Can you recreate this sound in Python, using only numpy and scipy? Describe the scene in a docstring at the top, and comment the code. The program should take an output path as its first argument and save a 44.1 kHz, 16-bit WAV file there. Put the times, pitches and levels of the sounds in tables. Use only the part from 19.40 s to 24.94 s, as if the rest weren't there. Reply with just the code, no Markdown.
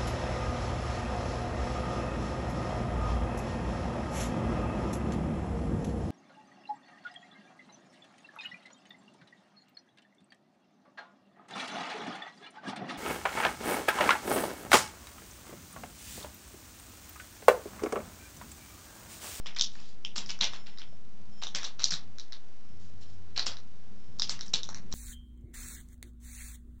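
"""Beak clicks come in quick clusters: a hen pecks at nuts in a small stone coop, close to a camera.
Each click is three short rings and a broader crack, and the walls answer it with echoes and a tail.
Dry litter crunches in dense grains under the beak; some moments add a dull thud or a hollow knock.
Below lie a low outdoor rumble of shaped noise and a wavering hum that swells.
The camera adds shaped hiss, a faint tick at a fixed pace and, at times, a thin whine of three tones."""
import sys
import numpy as np
from scipy import signal
from scipy.fft import rfft, irfft, next_fast_len
from scipy.io import wavfile
from scipy.ndimage import uniform_filter1d, map_coordinates

SR = 44100
rng = np.random.default_rng(int(sys.argv[2]) if len(sys.argv) > 2 else 0)


def amplitude_ratio(level_db):
    """Convert a level in decibels to the matching linear amplitude (field) ratio."""
    exponent = np.asarray(level_db, float) / 20
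    return 10 ** exponent


def store_pcm(level_fs):
    """Save levels as 16-bit WAV."""
    pcm = np.round(np.clip(level_fs, -1, 1) * 32767).astype(np.int16)
    wavfile.write(sys.argv[1], SR, np.atleast_2d(pcm).T)


N = 244314  # length in samples


def unit(x):
    """Scales a sound to rms 1."""
    return x / np.sqrt(np.mean(x ** 2) + 1e-20)


def along(points, hz):
    """Reads a curve of (Hz, value) points on a log frequency axis."""
    f, v = np.transpose(points)
    return np.interp(np.log(hz + 1), np.log(f + 1), v)


def wobble(rate):
    """A smooth random curve with rate knots a second."""
    knots = rng.standard_normal(int(N * rate / SR) + 4)
    return map_coordinates(knots, [np.arange(N) * rate / SR])


def coloured(x, spectrum):
    """Filters x through a curve of (Hz, dB) points."""
    m = next_fast_len(N + 8192)
    gain = amplitude_ratio(along(spectrum, np.fft.rfftfreq(m, 1 / SR)))
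    return irfft(rfft(x, m) * gain, m)[..., :N]


def ring(hz, swell_s, phase, size):
    """A struck body's ring: its envelope swells smoothly to 1 over two swell times, then dies."""
    u = np.arange(size) / SR / swell_s
    envelope = (u / 2) ** 2 * np.exp(2 - u)
    return envelope * np.sin(2 * np.pi * hz * swell_s * u + phase)


def add(track, s, sound):
    """Mixes a sound into the track at time s."""
    part = track[round(s * SR):][:len(sound)]
    part += sound[:len(part)]


def pecks():
    """Every contact strikes three rings while the brittle shell breaks in a few quick steps."""
    # beak contacts, levels ahead of the mix below:
    # contact_s, mid_ring_db, mid_ring_hz, high_over_mid_db, low_over_mid_db
    contacts = [(0.0599, -36.5, 3050, -4, -2.5), (0.0685, -35.5, 3500, -3, -7.5),
                (0.0873, -47, 2900, -2.5, -3), (0.1489, -53, 2900, 7, 1.5), (0.1639, -35, 3570, -3, -7.5),
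                (0.187, -30.5, 4200, 2, -13.5), (0.1959, -24, 3650, -2.5, -15.5),
                (0.2112, -16, 3660, 4, -24), (0.3545, -56.5, 4340, 7, 14.5), (0.402, -55.5, 3540, 9, 8),
                (0.6496, -28, 3160, -4, -14.5), (0.7621, -36.5, 4040, 3, -1),
                (0.7804, -30.5, 3820, 2.5, -6.5), (0.8616, -43, 4780, 8, -6), (0.895, -39.5, 4860, 5.5, -8),
                (0.905, -38, 4700, 9.5, -5), (0.9903, -53.5, 4700, 12, 7), (1.0114, -19.5, 3880, -3, -14),
                (1.0336, -24, 3430, 0, -9.5), (1.0431, -24.5, 3760, 2, -17), (1.1348, -40.5, 3650, 0.5, 6),
                (1.1612, -44.5, 4190, -1, -3), (1.27, -47.5, 4140, 0, -3), (1.375, -47.5, 3870, -3, -2),
                (1.3853, -43, 3960, 6.5, -3.5), (1.4177, -41, 3250, -9, -3.5),
                (2.0245, -40.5, 3970, -3.5, 6.5), (2.0358, -32, 3850, 4, -4.5),
                (2.0692, -31, 3700, -2.5, -9.5), (2.149, -27.5, 3350, 5, -2), (2.1859, -41.5, 4210, 4, 5),
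                (2.2141, -42, 3670, -1.5, -5), (2.232, -36, 3800, 3.5, -1.5),
                (2.2433, -35.5, 4750, 5, -1.5), (2.2472, -26.5, 3900, -3.5, -12),
                (2.2506, -33, 4090, -1, -7), (2.395, -31.5, 3920, -2, -7), (2.4036, -35.5, 3750, -2, -4),
                (2.4212, -36, 3800, 2.5, -6.5), (2.4344, -27.5, 4170, -5.5, -13),
                (2.4421, -17, 4150, 2.5, -23), (2.507, -47, 4780, 22, -1), (2.5102, -32, 4560, 10.5, -7),
                (2.5218, -31.5, 4280, 3.5, 1), (2.5389, -24.5, 3890, -8.5, -13.5),
                (2.785, -41.5, 4090, 3, -7), (2.7975, -37, 4030, 0.5, -11.5),
                (2.9233, -39, 4040, 0.5, -4.5), (2.9303, -35, 3920, -12, -11.5),
                (3.9633, -37, 4110, -9, -9.5), (3.977, -21.5, 4320, -6, -11),
                (3.9947, -21, 4130, -3.5, -11), (4.0666, -30, 3770, 7.5, -0.5),
                (4.1181, -41, 4740, -0.5, -5), (4.1695, -40.5, 3880, 0.5, -6), (4.7973, -30, 3760, 8.5, -7),
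                (4.8203, -21.5, 3750, 4.5, -11), (4.895, -27, 4420, 5.5, -6), (4.9924, -44.5, 3900, 5, 2),
                (5.0096, -34, 4000, 5, -7.5), (5.0817, -53, 4780, 12.5, -7),
                (5.1385, -15.5, 3990, -5.5, -17), (5.2325, -31, 3700, 2, -18), (5.2904, -36.5, 4180, 5, 3),
                (5.3459, -40, 4080, 7, 2.5), (5.5258, -35.5, 4030, 6.5, -4)]
    # swell times of the low, middle and high ring: swell_s
    swell_times = [0.00032, 0.00057, 0.00035]
    # the high ring moves as the hen turns from nut to nut: time_s, centre_hz
    high_ring = [(.06, 5170), (.21, 5640), (.65, 5170), (.9, 5300), (1.02, 5740), (1.4, 5180), (2.0, 5850),
                 (2.55, 5530), (2.95, 5310), (4.0, 5290), (4.9, 5130), (5.01, 5470), (5.5, 5830)]
    snap_share = 1.1  # the clean rings beside the crack
    blur = 0.38  # swell time of the crack over that of the snap
    break_s = 0.002  # the steps of the breaking shell fall within this time
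    lead_s = 0.0006  # the rings start ahead of the listed contact
    out = np.zeros(N)
    for s, mid_db, mid_hz, high_db, low_db in contacts:
        u = rng.random(12)
        low_hz = 1590 * (0.63 + 0.66 * u[3])
        high_hz = np.interp(s, *np.transpose(high_ring)) + 410 * (rng.random() - 0.5)
        levels_db = mid_db + low_db, mid_db, mid_db + high_db
        rings = list(zip((low_hz, mid_hz, high_hz), levels_db, swell_times, 2 * np.pi * u))
        snap = sum(amplitude_ratio(db) * ring(hz, swell, p, size=400) for hz, db, swell, p in rings)
        # summed over all directions the rings blur: a briefer, broader crack, which the walls hear too
        crack = sum(amplitude_ratio(db) * ring(hz, blur * swell, p, size=400) for hz, db, swell, p in rings)
        step_at = (u[4:8] * break_s * SR).astype(int)
        steps = np.bincount(step_at, 0.5 * np.sign(u[8:] - 0.5))
        add(out, s - lead_s, snap_share * snap)
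        add(out, s - lead_s, np.convolve(crack, steps))
        add(out, s - lead_s, walls(crack, wet_db=1))
    return out


def litter():
    """Dry chips snap against each other: dense grains of a few cycles under a quick swell."""
    # litter pushed aside, level ahead of the walls' answer: start_s, length_s, rms_db, grain_hz
    crunches = [(0.06, 0.022, -47.5, 3560), (0.162, 0.01, -40.5, 3830), (0.17, .035, -54.5, 4060),
                (0.293, 0.25, -62.5, 4770), (0.757, .04, -40, 4870), (0.89, 0.031, -42.5, 4040),
                (1.007, 0.043, -33.5, 3920), (1.124, 0.047, -53, 3860), (1.261, .03, -54.5, 3540),
                (1.399, 0.035, -58.5, 3100), (2.017, 0.032, -44.5, 3850), (2.146, 0.032, -39.5, 4270),
                (2.218, 0.067, -51, 4080), (2.389, 0.1, -50, 4300), (2.504, 0.061, -44, 4730),
                (3.396, 0.11, -70.5, 5360), (3.609, 0.032, -61.5, 5000), (3.682, 0.071, -71.5, 5000),
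                (3.958, .05, -42.5, 3900), (4.061, 0.023, -37.5, 4700), (4.787, 0.018, -51, 4740),
                (4.891, 0.042, -42.5, 5040), (5.06, 0.017, -57, 5640), (5.1332, 0.012, -33.5, 4250),
                (5.513, 0.027, -54.5, 4650)]
    grains_per_s, grain_spread_db = 2500, 4
    out, t = np.zeros(N), np.arange(90) / SR
    for s, length, db, hz in crunches:
        u = rng.standard_normal((int(grains_per_s * length), 3))
        when = rng.beta(1.3, 1.6, size=len(u)) * length
        pitch = np.clip(hz * np.exp(0.26 * u[:, :1]), 400, 9000)
        decay = np.exp(-t * pitch / 2.5)  # 2.5 cycles to fall by e
        grains = amplitude_ratio(grain_spread_db * u[:, 1:2]) * decay * np.sin(2 * np.pi * pitch * t)
        at = (when * SR).astype(int)[:, None] + np.arange(len(t))
        crunch = amplitude_ratio(db) * unit(np.bincount(at.ravel(), grains.ravel()))
        add(out, s, crunch)
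        add(out, s, walls(crunch, wet_db=-3.0))
    return out


def low_pushes():
    """Short low pushes: dull thuds near 155-205 Hz and hollow knocks near 490-880 Hz."""
    # thuds and knocks, level ahead of the walls' answer: start_s, envelope_peak_db, push_hz
    pushes = [(0.777, -41.5, 205), (1.015, -40.5, 200), (1.032, -35, 882), (1.527, -51, 620),
              (3.98, -39.5, 745), (4.071, -51, 493), (2.145, -45, 179), (2.52, -41, 155),
              (4.896, -53.5, 162), (5.135, -44, 165)]
    out = np.zeros(N)
    for s, db, hz in pushes:
        push = amplitude_ratio(db) * ring(hz, 0.62 / hz, 0, size=2500)  # dies within a few cycles
        add(out, s, push)
        add(out, s, walls(push, wet_db=-6.5))
    return out


def walls(sound, wet_db):
    """The stone walls' answer: a near gap, eight early echoes and a noise tail dying by band."""
    # decay of the coop: band_hz, t60_s
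    decay = [(200, 0.25), (800, 0.36), (2000, 0.27), (4000, 0.18), (6000, 0.18), (7500, 0.14), (9000, 0.13)]
    hz, t, z = signal.stft(rng.standard_normal(SR // 3), SR, nperseg=256)
    fall = amplitude_ratio(-60 * t / along(decay, hz)[:, None])
    tail = signal.istft(z * fall, SR, nperseg=256)[1]
    t = np.arange(len(tail)) / SR
    # the nearest wall is a metre off: the tail is weak at first and full from 7 ms
    tail *= np.interp(t, [0.0035, 0.007], [0.2, 1])
    # rough stone scatters in clumps
    clumps = unit(uniform_filter1d(rng.standard_normal(len(t)), size=90))
    tail *= amplitude_ratio(3.0 * clumps)
    tail /= np.linalg.norm(tail)
    u = rng.random((8, 2))
    delay_s = 0.0099 + 0.11 * u[:, 0]
    echoes = amplitude_ratio(-9 - 460 * delay_s) * np.sign(u[:, 1] - 0.5)  # later echoes are weaker
    tail[(delay_s * SR).astype(int)] += echoes
    return amplitude_ratio(wet_db) * signal.fftconvolve(sound, tail)


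def rumble():
    """Low outdoor rumble of shaped noise, and a narrow hum that wavers at rest, swells and fades."""
    # rumble level before its random wander: time_s, rms_db
    levels = [(0, -60.5), (1.3, -59.5), (2, -61), (2.67, -61.5), (3, -60), (4, -61), (5, -54),
              (5.54, -52.5)]
    # relative density of the rumble: freq_hz, density_db_per_hz
    lows = [(10, -19), (20, -22), (30, -1), (45, -9.5), (60, -5.5), (75, -18), (120, -6.5), (155, -13),
            (207, -3), (290, -22.5), (500, -23), (900, -66)]
    # swells of the hum before their waver: start_s, end_s, peak_db
    hum_swells = [(0.946, 1.034, -67), (1.74, 1.79, -72), (2.14, 2.2, -74), (2.658, 2.727, -55),
                  (3.34, 3.96, -53.5), (4.08, 4.15, -58), (4.28, 4.406, -62.5), (4.704, 4.853, -58),
                  (5.28, 5.497, -56.5)]
    hum_hz, rest_db, waver_db, fade_db_per_s = 88, -65, 5, 160
    t = np.arange(N) / SR
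    low_db = np.interp(t, *np.transpose(levels)) + 2.4 * wobble(3.04)
    low = amplitude_ratio(low_db) * unit(coloured(rng.standard_normal(N), lows))
    hum = np.sin(2 * np.pi * np.cumsum(hum_hz + 2.0 * wobble(14)) / SR)
    swells = np.zeros(N)
    for start, end, db in hum_swells:
        outside_s = np.maximum(0, np.maximum(start - t, t - end))
        swells += amplitude_ratio(db - fade_db_per_s * outside_s)
    hum_level = amplitude_ratio(rest_db + waver_db * wobble(9)) + amplitude_ratio(1.5 * wobble(6)) * swells
    return low + hum_level * hum


def camera():
    """The camera's own noise: hiss, a tick at a fixed pace and thin tones that come and go."""
    # relative density of the hiss: freq_hz, density_db_per_hz
    hiss_colour = [(180, -28.5), (300, -4), (376, -5), (498, -9), (689, -8), (750, -8.5), (863, -11),
                   (2010, -16.5), (6300, -20.5), (8710, -49), (11300, -81), (19200, -120)]
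    # the tick is duller than the clicks: freq_hz, gain_db
    tick_colour = [(6000, 1), (7200, -5), (8000, -45)]
    # spells of the whine, level at the onset before smoothing and waver: start_s, end_s, onset_db
    whine_spells = [(0, .16, -70), (1.07, 1.57, -59), (1.92, 2.02, -63), (3.25, 3.5, -72), (3.6, 3.78, -71),
                    (4.58, 4.78, -71)]
    # tones of the whine: tone_hz, relative_db
    whine_tones = [(3170, -7), (5346, 0), (7050, -13)]
    first_tick_s, tick_every_s, tick_db = 0.0127, 0.040989, -41  # level ahead of tick_colour
    whine_fade_db_per_s = 30
    t = np.arange(N) / SR
    hiss = amplitude_ratio(-64.5 + 0.4 * wobble(5.6)) * unit(coloured(rng.standard_normal(N), hiss_colour))
    ticks = np.zeros(N)
    tick_times = np.arange(first_tick_s, t[-1], tick_every_s)
    ticks[np.round(tick_times * SR).astype(int)] = -amplitude_ratio(tick_db)
    drift = 2 * np.pi * np.cumsum(1 + 0.003 * wobble(8)) / SR  # shared by the three tones
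    spells = np.zeros(N)
    for start, end, db in whine_spells:
        spells += amplitude_ratio(db - whine_fade_db_per_s * (t - start)) * ((t > start) & (t < end))
    spells = uniform_filter1d(spells, size=1500)  # soft edges
    tones = sum(amplitude_ratio(db) * np.sin(hz * drift) for hz, db in whine_tones)
    whine = amplitude_ratio(2.5 * wobble(30)) * spells * tones
    return hiss + coloured(ticks, tick_colour) + whine


def scene():
    """All sources in the coop and the camera, mono."""
    return (pecks() + litter() + low_pushes() + rumble() + camera())[None]


def top_cut(x):
    """Nothing passes above the cut-off."""
    return signal.sosfilt(signal.butter(12, 8860, fs=SR, output="sos"), x)


def record(dry):
    """The camera's microphone lifts the treble a little, then rolls it off; a constant offset is added."""
    # microphone response: freq_hz, gain_db
    mic = [(20, -0.5), (6500, 1), (7500, 3.5), (8200, -8), (8800, -10), (9600, -81.5)]
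    offset = -0.041  # of full scale
    mix = coloured(dry, mic) + offset
    return top_cut(mix)


dry = scene()
out = record(dry)
store_pcm(out)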